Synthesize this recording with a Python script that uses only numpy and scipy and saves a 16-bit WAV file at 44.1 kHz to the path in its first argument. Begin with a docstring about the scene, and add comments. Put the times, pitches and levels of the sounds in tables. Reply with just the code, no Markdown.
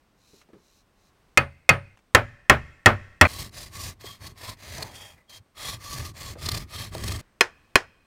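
"""Knife work on a log, on a wooden porch bench by a lawn. Over quiet air and faint insects, the edge
whispers across the bark and the log rocks. From 1.4 s a wooden baton drives the blade in with six knocks.
From 3.2 s the toothed spine saws across the log, catching and chattering. At 7.4 s come two last blows,
splitting an upright log out on the ground. The loudest blows overload the close microphone."""
import sys
import numpy as np
from scipy import signal
from scipy.fft import rfft, irfft, next_fast_len
from scipy.io import wavfile
from scipy.ndimage import map_coordinates

SR = 44100
rng = np.random.default_rng(int(sys.argv[2]) if len(sys.argv) > 2 else 0)


def output_pcm(signal):
    """Save a mono or channel-first signal as 16-bit PCM at the path in sys.argv[1].

    Samples are clipped to [-1, 1] before scaling.
    """
    pcm = np.clip(np.atleast_2d(signal).T, -1, 1) * 32767
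    wavfile.write(sys.argv[1], SR, np.round(pcm).astype(np.int16))


N = 355446
TIME = np.arange(N) / SR
RING = TIME[:SR]  # one second for a hit to ring out


def undb(db):
    """Decibels to gain."""
    return 10 ** (np.asarray(db) / 20)


def unit(x):
    """Scale to rms 1."""
    return x / np.sqrt(np.mean(x ** 2))


def fade(t60):
    """One second of exponential decay."""
    return np.exp(-np.log(1000) * RING / t60)


def add(out, s, x):
    """Mix x in at time s."""
    i = int(s * SR)
    out[i:i + len(x)] += x[:len(out) - i]


def colour(x, curve, peaks=()):
    """EQ x with a smooth curve and resonant peaks on top; rms 1."""
    size = next_fast_len(len(x))
    hz = np.arange(size // 2 + 1) * SR / size
    curve_hz, curve_db = np.transpose(curve)
    db = np.interp(np.log(hz + 1), np.log(curve_hz), curve_db)
    for centre, width, lift in peaks:
        db = db + lift / (1 + (2 * (hz - centre) / width) ** 2)
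    return unit(irfft(rfft(x, size) * undb(db), size)[:len(x)])


def noise(curve, size=SR):
    """Coloured noise of rms 1."""
    return colour(rng.standard_normal(size), curve)


def grains(rate, spread_db=2):
    """Random clicks of uneven size."""
    clicks = (rng.random(N) < rate / SR) * rng.standard_normal(N)
    return clicks * undb(spread_db * rng.standard_normal(N))


def walk(rate):
    """Slow random modulation of rms 1."""
    knots = np.arange(0, N / SR + 1, 1 / rate)
    return unit(np.interp(TIME, knots, rng.standard_normal(len(knots))))


def swing(start, length, fastest):
    """One hand stroke: its samples and its speed, from rest up to 1 and back."""
    now = slice(int(start * SR), int((start + length) * SR))
    turn = np.interp(TIME[now], [start, start + length * fastest, start + length], [0, .5, 1])
    return now, np.sin(np.pi * turn)


# EQ of the outdoor bed: f/Hz, level/dB
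AIR_EQ = [(15, -41.5), (25, -4), (153, -12.5), (190, -11), (335, -15.5), (988, -20.5), (1070, -17),
          (1190, -21), (1890, -24.5), (5730, -33.5), (8140, -38.5), (16000, -41.5)]

def air():
    """A quiet bed of outdoor air, gently wavering."""
    return undb(-65.5 + 1.1 * walk(5)) * noise(AIR_EQ, size=N)


def insects(hz=8250):
    """A faint, narrow shrill from the trees."""
    return undb(-87 + 1.5 * walk(6)) * noise([(hz * .85, -50), (hz, 0), (hz * 1.15, -50)], size=N)


# EQ of steel on bark: f/Hz, level/dB
BARK_EQ = [(1470, -39), (2500, -9), (3300, -16), (4050, -1.5), (4580, -10), (5970, -6), (8870, -17),
           (13000, -19), (16000, -24)]
# EQ of a sharp attack, for knife ticks and baton cracks: f/Hz, level/dB
CRACK_EQ = [(60, -2), (400, -2), (1500, 0), (2800, 1), (3800, -14), (6000, -10.5), (10000, -18.5),
            (16000, -32)]
# light passes of the edge: t/s, length/s, fastest point/share of length, level/dB
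EDGE_SLIDES = [(0.158, .29, 0.79, -62.5), (0.533, 0.3, 0.87, -66), (.94, 0.17, 0.84, -70)]
# ticks of the edge on a bark ridge and of the knife being handled: t/s, level/dB
KNIFE_TICKS = [(.415, -51.5), (1.973, -55), (1.99, -58.5)]

def edge():
    """The edge whispers over bark, louder with speed, and ticks on a ridge; the knife ticks as it is handled."""
    out = np.zeros(N)
    whisper = colour(grains(rate=9000), BARK_EQ)
    for start, length, fastest, db in EDGE_SLIDES:
        now, speed = swing(start, length, fastest)
        out[now] += undb(db) * speed ** .93 * whisper[now]
    for s, db in KNIFE_TICKS:
        add(out, s, undb(db) * noise(CRACK_EQ) * fade(t60=.053))
    return out


# knocks of the log: t/s, level/dB, f/Hz, t60/s
LOG_BUMPS = [(0.333, -52, 386, 0.14), (0.486, -52.5, 497, 0.16), (0.532, -44.5, 385, 0.19),
             (4.042, -40.5, 650, 0.13), (4.785, -41, 880, 0.64), (5.461, -62.5, 131, 0.11),
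             (6.355, -37.5, 570, 0.12), (6.951, -29, 700, 0.05), (6.964, -37.5, 464, 0.21)]

def log_bumps():
    """The log rocks against the bench with dull knocks."""
    out = np.zeros(N)
    for s, db, hz, t60 in LOG_BUMPS:
        knock = noise([(40, -20), (130, -5), (hz / 2.7, -7), (hz, 0), (hz * 1.5, -14),
                       (4000, -38), (16000, -60)])
        add(out, s, undb(db) * knock * fade(t60))
    return out


def ring(modes, pitch, jitter):
    """Struck modes die away, slightly detuned at every blow."""
    out = np.zeros(SR)
    for k, (hz, db, t60) in enumerate(modes):
        detuned_hz = hz * pitch * (1 + jitter * rng.standard_normal())
        out += (-1) ** k * undb(db) * fade(t60) * np.sin(2 * np.pi * detuned_hz * RING)
    return out


# hard stops for the tails of the blows; the last also ends the sawing: t/s
STOPS = [1.96, 3.2715, 7.212]

def gated(x, s):
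    """A sound starting at time s stops dead at the next hard stop."""
    stop = min([t for t in STOPS if t > s] + [N / SR])
    return x[:int((stop - s) * SR)]


# blade, baton and log ringing together in each seat: f/Hz, level/dB, t60/s
BITING_MODES = [(560, -21, 0.23), (1263, -17.5, 0.15), (2101, 1, 0.04), (2499, -3, 0.07), (2573, -7, .065),
                (2720, -8.5, 0.043), (3350, -31.5, 0.084), (4500, -20, 0.078), (8900, -49, .28)]  # seat 0: edge just biting
WEDGED_MODES = [(595, -17, 0.16), (762, -26, 0.16), (1106, -13.5, 0.074), (1331, -11.5, 0.063),
                (1383, -18, 0.091), (1738, -9.5, 0.046), (1870, 0.5, 0.037), (2118, -10.5, 0.062),
                (2575, -9.5, 0.054), (3295, -22, 0.088), (5470, -20.5, 0.013), (7220, -27, 0.052)]  # seat 1: wedged deep
UPRIGHT_MODES = [(375, -14, 0.058), (473, -13.5, 0.059), (1089, -4, 0.028), (1470, -9.5, 0.026),
                 (1687, -10.5, 0.064), (1850, -8, 0.026), (2460, 0.5, 0.027), (3170, -9.5, 0.031),
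                 (4086, -14, 0.045), (5060, -17, 0.046)]  # seat 2: upright log
# low thump of the bench: f/Hz, level/dB, t60/s
BENCH_MODES = [(36, -35, 0.29), (58.3, -39, 0.45), (94.8, -23.5, 0.37), (112, -14, 0.0099),
               (112.6, -20.5, .28), (126, -31, 0.32), (233, -27.5, 0.24), (327, -37, 0.25)]
# reverb EQ of porch, yard and far trees: f/Hz, level/dB
PORCH_EQ = [(50, -10.5), (110, -2), (200, -1.5), (380, 0), (620, 3.5), (900, 0), (1400, 3), (2000, -0.5),
            (2700, -9), (3800, -19.5), (7000, -34.5), (16000, -42)]
YARD_EQ = [(50, -21.5), (220, -19), (390, -1), (750, 0), (1100, -0.5), (1800, 1), (2700, -9), (3800, -17),
           (5300, -15.5), (9000, -28), (16000, -46.5)]
FAR_EQ = [(50, 13), (110, 9), (220, 2), (450, -5.5), (1200, -8), (1550, 1), (1900, -1), (2300, -4.5),
          (2600, -5.5), (2900, -12), (3600, -17.5), (5200, -18.5), (9000, -29.5), (16000, -45.5)]
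# space around each seat: scatter send/dB, scatter t60/s, far send/dB, thump trim/dB
SEAT_SPACES = [(-11.5, 0.17, -45, 2.5), (-10, 0.16, -41.5, 4), (-18.5, 0.16, -49, -22.5)]
# baton hits: t/s, level/dB, pitch/ratio, crack trim/dB, thump level/dB, seat
BATON_BLOWS = [(1.3741, -3.5, 1, 8, -4, 0), (1.6912, 0.5, 1, 7, 0, 0), (2.1483, 1.5, 0.97, 7.5, -2.5, 1),
               (2.497, 3.5, 1.003, 3.5, 0.5, 1), (2.8596, 4.5, 1, 3.5, 3, 1),
               (3.2118, 4.5, 1.01, 3.5, 3.5, 1), (3.2516, -13.5, .95, -9.5, -25, 0),
               (7.4088, -1, 1.02, 5, -7.5, 2), (7.756, -0.5, 1.013, 6, 0.5, 2)]

def baton(crack_db=-8, far_t60=.9, build_s=.0035):
    """Each blow cracks, rings the blade and thumps the bench; near boards and far trees echo it."""
    out = np.zeros(N)
    seat_modes = [BITING_MODES, WEDGED_MODES, UPRIGHT_MODES]
    seat_eqs = [PORCH_EQ, PORCH_EQ, YARD_EQ]
    echoes = [noise(eq) for eq in seat_eqs]
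    build = 1 - np.exp(-RING / build_s)
    for s, db, pitch, crack_trim, thump_db, seat in BATON_BLOWS:
        scatter_db, scatter_t60, far_db, thump_trim = SEAT_SPACES[seat]
        blade = ring(seat_modes[seat], pitch, jitter=.003)
        crack = undb(crack_db + crack_trim) * noise(CRACK_EQ) * fade(t60=.029)
        thump = undb(thump_db + thump_trim) * ring(BENCH_MODES, 1, jitter=.14)
        # blows in one seat share most of their echo pattern
        pattern = unit(echoes[seat] + .66 * noise(seat_eqs[seat]))
        scatter = undb(scatter_db) * pattern * fade(scatter_t60)
        # the far tail blends noise with the blade's own notes
        notes = unit(signal.fftconvolve(blade, rng.standard_normal(SR))[:SR])
        far = undb(far_db) * unit(noise(FAR_EQ) + .8 * notes) * fade(far_t60)
        blow = undb(db) * (blade + crack + build * (scatter + far)) + thump
        add(out, s, gated(blow, s))
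    # a faint far tail hangs in the air as the sawing stops
    add(out, STOPS[-1], undb(-61) * noise(FAR_EQ) * fade(far_t60))
    return out


def overtones(x, count=90):
    """The blade's many narrow high peaks and notches, set by where the wood grips it."""
    modes = [(3500 + 11000 * (k + place) / count, 60, 16 * (size - .47))
             for k, (place, size) in enumerate(rng.random((count, 2)))]
    return colour(x, [(1, 0)], modes)


# resonances of the sawing blade: f/Hz, width/Hz, lift/dB
BLADE_PEAKS = [(610, 70, 4), (980, 90, 3), (1780, 140, 5), (2070, 190, 6), (2460, 120, 6)]

def pinched(x, curve, notes, free):
    """Colour x by the blade; the stroke's notes come and go with how freely it can ring."""
    return free * colour(x, curve, BLADE_PEAKS + notes) + (1 - free) * colour(x, curve, BLADE_PEAKS)


def glide(x, depth):
    """Every resonance drifts in pitch as the blade travels through the cut."""
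    place = np.cumsum(1 + depth * walk(14)[:len(x)])
    return map_coordinates(x, [place], order=5, mode="mirror")


# EQ of tooth rasp, wood body and bench rumble: f/Hz, level/dB
RASP_EQ = [(1500, -57), (2600, -9), (2950, -7), (3500, -5), (3950, -1.5), (4600, -0.5), (5700, -5.5),
           (7400, -8), (9300, -9.5), (12400, -14), (15300, -13), (16000, -50)]
WOOD_EQ = [(200, -5.5), (350, -5), (600, 1), (850, -2.5), (1250, -2), (1430, -7), (1650, -1.5),
           (2000, -1.5), (2700, -6), (3600, -20)]
RUMBLE_EQ = [(15, -42), (25, -6), (43, -1), (103, 6), (120, 2.5), (178, -8.5), (244, -10), (278, -14.5),
             (330, -13), (430, -16), (730, -120)]
# saw strokes, each with its own free length of blade and so its own notes:
# t/s, length/s, fastest point/share of length, rasp level/dB, wood level/dB, rumble level/dB,
# flex f/Hz, flex lift/dB, sing f/Hz, sing lift/dB, squeak lift/dB
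SAW_STROKES = [(3.209, 0.3, 0.59, -40, -44, -41, 1100, 12, 3270, 8, -1),
               (3.499, 0.22, 0.49, -43, -47.5, -45, 1140, 9.5, 2230, 2, 2),
               (3.694, 0.26, 0.55, -38.5, -42, -41.5, 1123, 23, 3300, 0, -8),
               (3.989, 0.22, 0.29, -44.5, -48, -50, 1090, 14, 3230, 18, 5),
               (4.177, 0.17, 0.55, -49.5, -49.5, -44.5, 1120, 17, 3300, 13.5, -1),
               (4.343, 0.22, 0.6, -42.5, -43, -48, 996, 14, 3350, 10, 7),
               (4.54, .432, 0.51, -44.5, -44.5, -43, 800, -4, 3300, 6, 1),
               (4.866, .312, 0.43, -47.5, -49.5, -53.5, 810, 5, 3260, 21, -23),
               (5.13, 0.14, 0.36, -76, -62, -68, 1150, 4.5, 2070, 16, 3),
               (5.273, .13, 0.7, -47, -53.5, -60, 1180, 8, 3190, 29, 0),
               (5.539, 0.25, 0.61, -36, -39.5, -44, 1165, 17.5, 3300, 18, 5),
               (5.758, .377, 0.65, -38, -40, -38, 1160, 21.5, 3230, 5, 8),
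               (6.122, 0.24, 0.58, -41.5, -43.5, -41, 1110, 15, 3330, 8, 3),
               (6.356, 0.31, 0.55, -36, -39.5, -31, 1170, 15, 3300, 9, 1),
               (6.658, 0.26, 0.59, -40, -42.5, -40, 1175, 17.5, 3220, 15, 5.5),
               (6.898, 0.37, 0.43, -37, -39, -30.5, 1170, 12, 3230, 14, 0)]

def saw(rasp_trim_db=1, rumble_trim_db=1.5, squeak_hz=4230, lead_s=.038, hang_s=.072):
    """Teeth tear fibres in a juddering stream of clicks that rings blade and wood and shakes the bench."""
    out = np.zeros(N)
    snags, shake, bite = catches()
    free = .75 + .35 * np.tanh(walk(16))  # the cut pinches and lets go
    judder = undb(1.78 * walk(110) + .8 * walk(45))
    teeth = grains(rate=12000) * judder
    fibres = grains(rate=8000) * judder
    bench = colour(teeth, RUMBLE_EQ, [(102, 22, 1.6)])
    for (start, length, fastest, rasp_db, wood_db, rumble_db,
         flex_hz, flex_db, sing_hz, sing_db, squeak_db) in SAW_STROKES:
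        now, speed = swing(start, length, fastest)
        rasp_gain = undb(rasp_db + rasp_trim_db) * speed ** 1.76 * bite[now]
        wood_gain = undb(wood_db) * speed ** 1.3 * np.sqrt(bite[now])
        notes = [(flex_hz, 130, flex_db), (sing_hz, 170, sing_db), (squeak_hz, 220, squeak_db)]
        steel = overtones(teeth[now])
        rasp = glide(pinched(steel, RASP_EQ, notes, free[now]), depth=.009)
        wood = glide(pinched(fibres[now], WOOD_EQ, notes, free[now]), depth=.025)
        # a caught tooth plucks the blade into a squeak
        pluck = colour(steel, RASP_EQ, [(squeak_hz, 500, 6)])
        out[now] += rasp * rasp_gain + pluck * snags[now]
        out[now] += wood * np.hypot(wood_gain, undb(-4) * snags[now])
        # the bench stirs as the hand leans in and rumbles on after the stroke
        now, push = swing(start - lead_s, lead_s + length + hang_s, fastest)
        out[now] += bench[now] * undb(rumble_db + rumble_trim_db) * push ** 2.9
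    return (out + undb(-12) * shake) * (TIME < STOPS[-1])


# single snags and chattering runs: t/s, level/dB, count, gap/s, length of each/s
TOOTH_CATCHES = [(3.492, -50, 1, 0, .006), (3.769, -42.5, 1, 0, .006), (4.007, -49.5, 1, 0, .012),
                 (4.265, -40, 1, 0, .016), (4.78, -35.5, 1, 0, .008), (4.823, -32.5, 1, 0, .012),
                 (5.294, -46, 1, 0, .024), (5.949, -33, 3, .033, .007), (6.458, -27, 5, .0287, .012),
                 (6.948, -33, 3, .0305, .006), (7.036, -28, 4, .041, .01)]

def catches(crest=.4, fall_db=7.5, shake_hz=98, skip_s=.032, duck_db=-7):
    """Teeth snag, jolt the bench, then skip: the snag envelope, the shake and a gain to duck the saw."""
    snags, shake, skipping = np.zeros((3, N))
    attack = 1 - np.exp(-RING / .001)
    for start, db, count, gap, length in TOOTH_CATCHES:
        for k in range(count):
            s = start + k * gap
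            # a run swells to its crest and dies away
            off_crest = (k / (count - 1) - crest) / (1 - crest) if count > 1 else 0
            gain = undb(db - fall_db * abs(off_crest))
            add(snags, s, gain * attack * np.exp(-(RING / length) ** 4))
            add(shake, s, gain * fade(t60=.089) * np.sin(2 * np.pi * shake_hz * RING))
            add(skipping, s, np.exp(-(RING / skip_s) ** 4))
    return snags, shake, undb(duck_db * np.minimum(skipping, 1))


def scene():
    """The knife work over the outdoor bed, in mono."""
    return (air() + insects() + edge() + log_bumps() + baton() + saw())[None]


def record(dry, ceiling=.8, top_hz=16000):
    """The microphone soft-clips the loudest peaks; a steep low-pass trims the top."""
    rounded = dry / (1 + (dry / ceiling) ** 4) ** (1 / 4)
    return signal.sosfilt(signal.ellip(8, .2, 70, top_hz, fs=SR, output="sos"), rounded)


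dry = scene()
out = record(dry)
output_pcm(out)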